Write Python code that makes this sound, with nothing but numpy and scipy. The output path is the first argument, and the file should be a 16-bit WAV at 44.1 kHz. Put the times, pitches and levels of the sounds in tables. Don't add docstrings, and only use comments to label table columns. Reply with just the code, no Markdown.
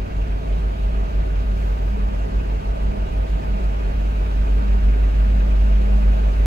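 import sys
import numpy as np
from scipy import signal
from scipy.fft import rfft, irfft, next_fast_len
from scipy.io import wavfile
from scipy.ndimage import uniform_filter1d, map_coordinates

SR = 44100
rng = np.random.default_rng(int(sys.argv[2]) if len(sys.argv) > 2 else 0)


def unload_wav(signal):
    wavfile.write(
        sys.argv[1],
        SR,
        np.round(np.clip(np.atleast_2d(signal).T, -1, 1) * 32767).astype(np.int16),
    )


N = 284871
TIME = np.arange(N) / SR
OPPOSITE = np.array([[1], [-1]])

# frequency in Hz, relative spectral density in dB.
RUMBLE_MID, RUMBLE_SIDE = [(10, -34), (20, -17), (29, -5), (38, -8), (43, -11), (52, -8), (62, -8),
                           (80, -10), (100, -13.5), (150, -13), (200, -15), (255, -17), (330, -25),
                           (360, -80)], [(12, -42), (20, -12.5), (33, -1), (48, 1), (60, -5), (118, -27),
                                           (195, 1.5), (233, -7), (295, -1), (340, -3), (440, -40),
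                                           (750, -120)]
BODY_MID, BODY_SIDE = [(180, -25), (300, -5.5), (323, -5.5), (371, 1.5), (430, 2.5), (489, -5.5),
                       (557, -4.5), (644, 0.5), (689, -3), (759, -13.5), (863, -8.5), (939, -15.5),
                       (1030, -18.5), (1150, -16.5), (1500, -45), (2530, -120)], [(180, -35), (300, -3), (323, -4), (378, -8), (413, -17), (503, 2),
                                     (667, -11), (759, -4), (924, -4), (972, -6), (1060, -14), (1150, -9.5),
                                     (1500, -43), (2530, -120)]
CLATTER_MID, CLATTER_SIDE = [(620, -29), (1050, -10), (1240, 0), (1350, -5.5), (1460, -0.5), (1540, -0.5),
                             (1890, -4.5), (1980, -2.5), (2370, -3), (2490, -0.5), (3420, -11),
                             (3850, -11.5), (4600, -17), (5980, -30), (10100, -120)], [(620, -30.5), (1050, -4.5), (1130, -4), (1210, -10),
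                                              (1310, 2.5), (1530, -3.5), (1660, -3.5), (1830, -9.5),
                                              (2300, -10.5), (2490, -7.5), (2950, -13), (3230, -9.5),
                                              (3480, -15), (4600, -22), (5980, -57), (10100, -120)]
AIR_MID, AIR_SIDE = [(2530, -27), (4300, -4.5), (5420, -5), (6760, -5), (8430, -12), (11700, -13),
                     (15600, -17.5)], [(2530, -30), (4300, -5), (5160, 1.5), (6230, -4.5), (7440, -4),
                                  (8430, -9.5), (11400, -9.5), (15600, -15)]
VALVE_SPECTRUM = [(2500, -30), (4000, 8), (7000, 1), (9000, -6), (12000, -2), (15700, -3)]
# time in seconds, level in dB.
RUMBLE_LEVELS = [(0, -34.5), (.7, -37), (1.3, -36.5), (2.2, -37), (3.1, -33), (3.9, -35.5), (4.6, -34.5),
                 (5.5, -35), (6.46, -34)]
# time in seconds, base levels of body, clatter and air in dB.
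BAND_LEVELS = [(0, -42.5, -48, -62), (1, -41.5, -47.5, -61), (2.7, -41, -47.6, -61),
               (4.3, -41, -46.2, -59.5), (6.46, -40, -45.1, -58.5)]
# centre in Hz, width in Hz, depth in dB.
REFLECTION_NOTCHES = [(2070, 40, 3), (2380, 35, 4), (2620, 40, 3), (3100, 45, 4), (3570, 50, 2),
                      (4080, 80, 4), (4330, 30, 2.5), (4570, 60, 3.5), (5300, 80, 1.5), (5850, 90, 1.5),
                      (7120, 60, 3), (8350, 120, 2)]

# start and length in seconds, first, middle and last pitch in Hz, level in dB.
WHISTLE_GLIDES = [(.38, .65, 7300, 9400, 7000, -77.5), (2.3, .8, 7500, 8750, 8650, -77.5),
                  (4.45, .65, 8000, 8850, 6600, -77), (5.75, .8, 9050, 9170, 9200, -77)]
# start in seconds, frequency in Hz, level in dB, time to fall 60 dB in seconds.
HIGH_TICKS = [(1.82, 11900, -56, .05), (1.824, 13300, -60, .04), (1.822, 15300, -62, .03),
              (3.128, 8750, -56, .05)]
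# start and end of the held part in seconds, frequency in Hz, level in dB,
# relative difference signal in dB.
WEAK_HUMS = [(0, 6.46, 158.8, -48.5, -12), (0, 6.46, 342.2, -59, 1), (0, 1.7, 382.9, -54, -2),
             (0, 1.7, 440.3, -55, -2), (4.3, 6.46, 446.4, -56.5, -2)]
# time in seconds, frequency in Hz, level in dB.
WIDE_HUM, DRONE_NEAR_200 = [(0, 297.5, -71), (3.6, 299.5, -72), (4.2, 296.4, -57), (5.2, 296, -53),
                         (6.46, 297.4, -64)], [(0, 200.3, -63), (.19, 200.3, -47.5), (1.19, 200.3, -39.5),
                                        (1.35, 200.3, -57), (1.5, 202, -36), (1.85, 202, -51),
                                        (1.94, 202, -33), (2.16, 202, -41.5), (2.2, 202, -48),
                                        (2.32, 202, -37), (2.52, 202, -46.5), (2.66, 202, -42),
                                        (2.75, 202, -58), (2.81, 202, -39), (2.93, 202, -35),
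                                        (3.23, 202, -58), (3.37, 202, -40), (3.56, 202, -35),
                                        (3.64, 200.5, -44.5), (4.02, 200.5, -39), (4.2, 200.5, -43.5),
                                        (4.47, 200.5, -41.5), (4.67, 200.5, -33.5), (5.14, 202, -45),
                                        (5.2, 202, -38.5), (5.46, 202, -33.5), (5.58, 202, -40),
                                        (5.66, 202, -34.5), (5.98, 202, -31.5), (6.3, 202, -39.5),
                                        (6.36, 202, -47)]
# start in seconds, time open in seconds, level before the sag in dB.
VALVE_PUFFS = [(1.525, .2, -57.5), (1.815, .05, -62)]

# frequency in Hz, relative level in dB, time to fall 60 dB in seconds.
BLOCK_MODES = [(1245, -2, .11), (1490, -2, .08), (1595, -4, .14), (1770, -3, .08), (1995, -2, .12),
               (2190, -4, .09), (2320, -3, .14), (2430, -5, .08), (2510, 1.5, .09), (2565, -3, .08),
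               (2770, -2.5, .13), (3030, -9, .09), (3160, -6, .11), (3820, -7, .06), (3900, -9, .06),
               (4220, -6, .07), (4900, -15, .05)]
# time in seconds, boost of the modes near BRIGHT_HZ in dB.
KNOCK_ACCENTS = [(.22, 4), (.32, 7), (.73, 5), (1.15, 6), (1.25, 7), (1.46, 5), (1.88, 5), (2.39, 4),
                 (3.79, 5), (4.16, 5), (4.21, 5), (4.26, 7), (4.47, 6), (4.88, 6), (5.14, 6), (5.19, 6),
                 (5.4, 6), (5.51, 7), (5.71, 5), (5.92, 8), (6.02, 8), (6.23, 4), (6.28, 5)]
BRIGHT_HZ, BRIGHT_WIDTH_HZ = 2500, 250
INJECTION_HZ, STRONG_KNOCK_S = 19.28, 5.402

# time in seconds, firing frequency in Hz, level in dB.
CAR_RUN, VAN_RUN, TRUCK_RUN = [(0.0, 50.68, -26.0), (0.6, 50.76, -20.3), (1.2, 50.46, -19.9),
                               (1.8, 50.53, -20.1), (2.4, 50.65, -22.3), (3.0, 50.74, -22.2),
                               (3.6, 50.46, -21.0), (4.2, 50.55, -18.9), (4.8, 50.43, -15.1),
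                               (5.4, 50.41, -14.5), (6.0, 50.41, -14.2), (6.46, 50.37, -16.4)], [(0, 44.62, -28), (6.46, 44.62, -31.2)], [(0, 41.335, -36.5), (6.46, 41.335, -36.5)]
SHIFTING_RUN, FAR_RUN, EMERGING_RUN = [(0, 53.82, -40.6), (1.2, 53.82, -31.3), (1.585, 57.02, -33.7),
                                       (6.46, 56.96, -35)], [(0, 48.0, -41), (6.46, 48.0, -41)], [(0, 52.96, -60),
                                                                                 (1.15, 52.96, -56),
                                                                                 (1.55, 52.96, -38),
                                                                                 (3.3, 52.96, -37),
                                                                                 (4.2, 52.96, -41.5),
                                                                                 (5.3, 52.96, -38),
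                                                                                 (6.46, 52.96, -38)]
# multiple of the firing frequency, level relative to the firing tone in dB,
# relative difference signal in dB.
CAR_PARTIALS, VAN_PARTIALS = [(1, 0, -24), (.5, -29, -19), (5, -34, -3)], [(1, 0, -21), (1.5, -19, -22), (2, -9, -22), (3, -22, -20),
                                                  (4, -26, -3), (5, -26, -3), (6, -23, -2)]
TRUCK_PARTIALS, SHIFTING_PARTIALS = [(1, 0, -23), (2, -11, -12), (2.5, -8, -18), (3, -12, -20),
                                     (4, -11.5, -11)], [(1, 0, -23), (.5, -8, -21), (1.5, -12, -15),
                                                           (2.5, -17, -20)]
FAR_PARTIALS, EMERGING_PARTIALS = [(.5, -2, -19), (1, -2, -22), (1.25, -5, -16), (1.5, -11, -21),
                                   (2, -12.5, -17), (2.5, -12, -14), (3.5, -12, -8)], [(1, 0, -24), (.5, -8, -21)]
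FIRST_FIRING_S = [.0001, .0193, .0012, .0164, .01, .0117]
# time in seconds, level in dB.
CAR_THIRD_ORDER = [(0, -58), (.7, -49), (1.25, -44), (1.75, -48), (2.4, -45), (3.3, -43), (3.8, -45),
                   (4.3, -51), (5.3, -49), (6.46, -46)]
# frequency in Hz, left minus right in dB.
MIC_IMBALANCE = [(60, -.6), (110, 1.2), (200, 1), (380, -2), (700, -1.5), (1290, -1.5), (2380, -.8),
                 (4400, -3), (8120, -2.5), (15000, -.8)]


def amp(db):
    return 10 ** (np.asarray(db) / 20)


def unit(x):
    return x / np.sqrt(np.mean(x ** 2) + 1e-20)


def along(points, hz):
    point_hz, values = np.transpose(points)
    return np.interp(np.log(hz + 1), np.log(point_hz + 1), values)


def curves(rows):
    times, *columns = np.transpose(rows)
    return [np.interp(TIME, times, column) for column in columns]


def wobble(rate):
    knots = rng.standard_normal(int(N * rate / SR) + 4)
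    spline = map_coordinates(knots, [np.arange(8 * len(knots)) / 8])
    return np.interp(TIME * rate, np.arange(len(spline)) / 8, spline)


def filtered(x, response):
    size = next_fast_len(N + 8192, real=True)
    return irfft(rfft(x, size) * response(np.fft.rfftfreq(size, 1 / SR)), size)[..., :N]


def stereo_noise(mid_spectrum, side_spectrum, side_db, patchy_db):
    spectra = signal.stft(rng.standard_normal((2, N)), nperseg=512)[2]
    patches = rng.standard_normal(spectra.shape[1:])
    patches = uniform_filter1d(uniform_filter1d(patches, size=9, axis=0), size=9, axis=1)
    common, other = signal.istft(spectra * amp(patchy_db * unit(patches)), nperseg=512)[1][:, :N]
    other = other - .35 * np.roll(common, -20)
    mid = unit(filtered(common, lambda hz: amp(along(mid_spectrum, hz))))
    side = unit(filtered(other, lambda hz: amp(along(side_spectrum, hz))))
    return mid + amp(side_db) * side * OPPOSITE


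def tone(cycles, level_db, side_db, unsteady_db, rate=3.03):
    envelope = np.sqrt(2) * amp(level_db + unsteady_db * wobble(rate))
    phase = 2 * np.pi * cycles
    return envelope * (np.cos(phase) + amp(side_db) * np.sin(phase) * OPPOSITE)


def reflection_gain(hz):
    dips_db = sum(db * np.exp(-((hz - centre) / width) ** 2) for centre, width, db in REFLECTION_NOTCHES)
    return amp(.44 - dips_db)


def engine_noise():
    body_db, clatter_db, air_db = curves(BAND_LEVELS)
    pulse = np.cos(2 * np.pi * INJECTION_HZ * (TIME - STRONG_KNOCK_S - .008))
    rumble_gain = amp(curves(RUMBLE_LEVELS)[0])
    rumble = rumble_gain * stereo_noise(RUMBLE_MID, RUMBLE_SIDE, side_db=-8, patchy_db=1.3)
    body_gain = amp(body_db + .36 * pulse)
    body = body_gain * stereo_noise(BODY_MID, BODY_SIDE, side_db=5.5, patchy_db=.92)
    clatter_gain = amp(clatter_db - .77 + .18 * pulse)
    clatter = clatter_gain * stereo_noise(CLATTER_MID, CLATTER_SIDE, side_db=3, patchy_db=1)
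    air_gain = amp(air_db + .3 * pulse + .28 * wobble(25))
    air = air_gain * stereo_noise(AIR_MID, AIR_SIDE, side_db=.5, patchy_db=1.2)
    return rumble + body + filtered(clatter + air, reflection_gain)


def whistle(fade_s=.1):
    sound, fuzz = 0, unit(wobble(150))
    for start, length, first, middle, last, db in WHISTLE_GLIDES:
        progress = np.clip((TIME - start) / length, 0, 1)
        arch_hz = (4 * middle - 2 * first - 2 * last) * progress * (1 - progress)
        hz = first + (last - first) * progress + arch_hz
        fade = np.clip(np.minimum(progress, 1 - progress) * length / fade_s, 0, 1) ** 2
        sound += np.sqrt(2) * amp(db) * fade * fuzz * np.sin(2 * np.pi * np.cumsum(hz) / SR)
    return sound


def ring(t, hz, db, t60):
    return amp(db - 60 * t / t60) * (1 - np.exp(-t / .002)) * np.exp(2j * np.pi * hz * t)


def ticks():
    return sum(ring(np.maximum(TIME - start, 0), hz, db, t60).imag for start, hz, db, t60 in HIGH_TICKS)


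def weak_hums(fade_s=.3):
    sound = 0
    for start, end, hz, db, side_db in WEAK_HUMS:
        fade = np.clip(1 + np.minimum(TIME - start, end - TIME) / fade_s, 0, 1)
        sound += fade * tone(hz * TIME, db, side_db, unsteady_db=1.5)
    return sound


def wide_hum():
    hz, db = curves(WIDE_HUM)
    return tone(np.cumsum(hz) / SR, db, side_db=5, unsteady_db=2.5)


def drone_near_200():
    hz, db = curves(DRONE_NEAR_200)
    return tone(np.cumsum(hz) / SR, db, side_db=-5, unsteady_db=.47, rate=9)


def air_valve(attack_s=.05, sag_db_per_s=22, close_db_per_s=80):
    envelope = 0
    for start, open_s, db in VALVE_PUFFS:
        t = TIME - start
        fall_db = sag_db_per_s * np.clip(t, 0, open_s) + close_db_per_s * np.maximum(t - open_s, 0)
        envelope += np.clip(t / attack_s, 0, 1) ** 2 * amp(db - fall_db)
    return envelope * stereo_noise(VALVE_SPECTRUM, VALVE_SPECTRUM, side_db=-2, patchy_db=0)


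def diesel_knock():
    sound, t = np.zeros((2, N + SR)), np.arange(SR // 8) / SR
    hz, db, t60 = np.transpose(BLOCK_MODES)[:, :, None]
    modes = ring(t, hz, db, t60)
    level_db = curves(BAND_LEVELS)[1] - 5
    mic_phases = np.exp(1j * rng.uniform(-.9, .9, len(modes)) * OPPOSITE)
    bright = np.exp(-((hz[:, 0] - BRIGHT_HZ) / BRIGHT_WIDTH_HZ) ** 2)
    accent_db = {round((s - STRONG_KNOCK_S) * INJECTION_HZ): boost for s, boost in KNOCK_ACCENTS}
    for k in range(-int(STRONG_KNOCK_S * INJECTION_HZ), int((N / SR - STRONG_KNOCK_S) * INJECTION_HZ)):
        start = STRONG_KNOCK_S + k / INJECTION_HZ + rng.normal(0, .0015)
        at = max(0, round(start * SR))
        scatter_db = rng.normal(0, 4.5, len(modes)) * (1 - .6 * bright)
        strengths = amp(level_db[at] - 2 * (k % 2) + scatter_db + accent_db.get(k, 0) * bright)
        phases = np.exp(2j * np.pi * rng.random(len(modes)))
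        sound[:, at:at + len(t)] += np.imag(mic_phases * strengths * phases @ modes)
    return sound[:, :N]


def engine(run, first_firing_s, partials):
    hz, level_db = curves(run)
    firings = np.cumsum(hz) / SR - first_firing_s * hz[0]
    sound = 0
    for order, db, side_db in partials:
        other_order = order != 1
        cycles = order * firings + other_order * rng.random()
        sound += tone(cycles, level_db + db, side_db, unsteady_db=.2 + 1.3 * other_order)
    return sound


def idling_engines():
    runs = CAR_RUN, VAN_RUN, TRUCK_RUN, SHIFTING_RUN, FAR_RUN, EMERGING_RUN
    partials = (CAR_PARTIALS, VAN_PARTIALS, TRUCK_PARTIALS,
                SHIFTING_PARTIALS, FAR_PARTIALS, EMERGING_PARTIALS)
    car_firings = np.cumsum(curves(CAR_RUN)[0]) / SR
    third_order = tone(3 * car_firings, curves(CAR_THIRD_ORDER)[0], side_db=-11, unsteady_db=1)
    return third_order + sum(map(engine, runs, FIRST_FIRING_S, partials))


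def scene():
    tones = idling_engines() + drone_near_200() + wide_hum() + weak_hums()
    return tones + engine_noise() + diesel_knock() + air_valve() + whistle() + ticks()


def record(dry, top_hz=15720):
    def response(hz):
        return amp(along(MIC_IMBALANCE, hz) / 2 * OPPOSITE) * (hz < top_hz)

    opening = dry[:, :1] * np.exp(-TIME / .05)
    return opening + filtered(dry - opening, response)


dry = scene()
out = record(dry)
unload_wav(out)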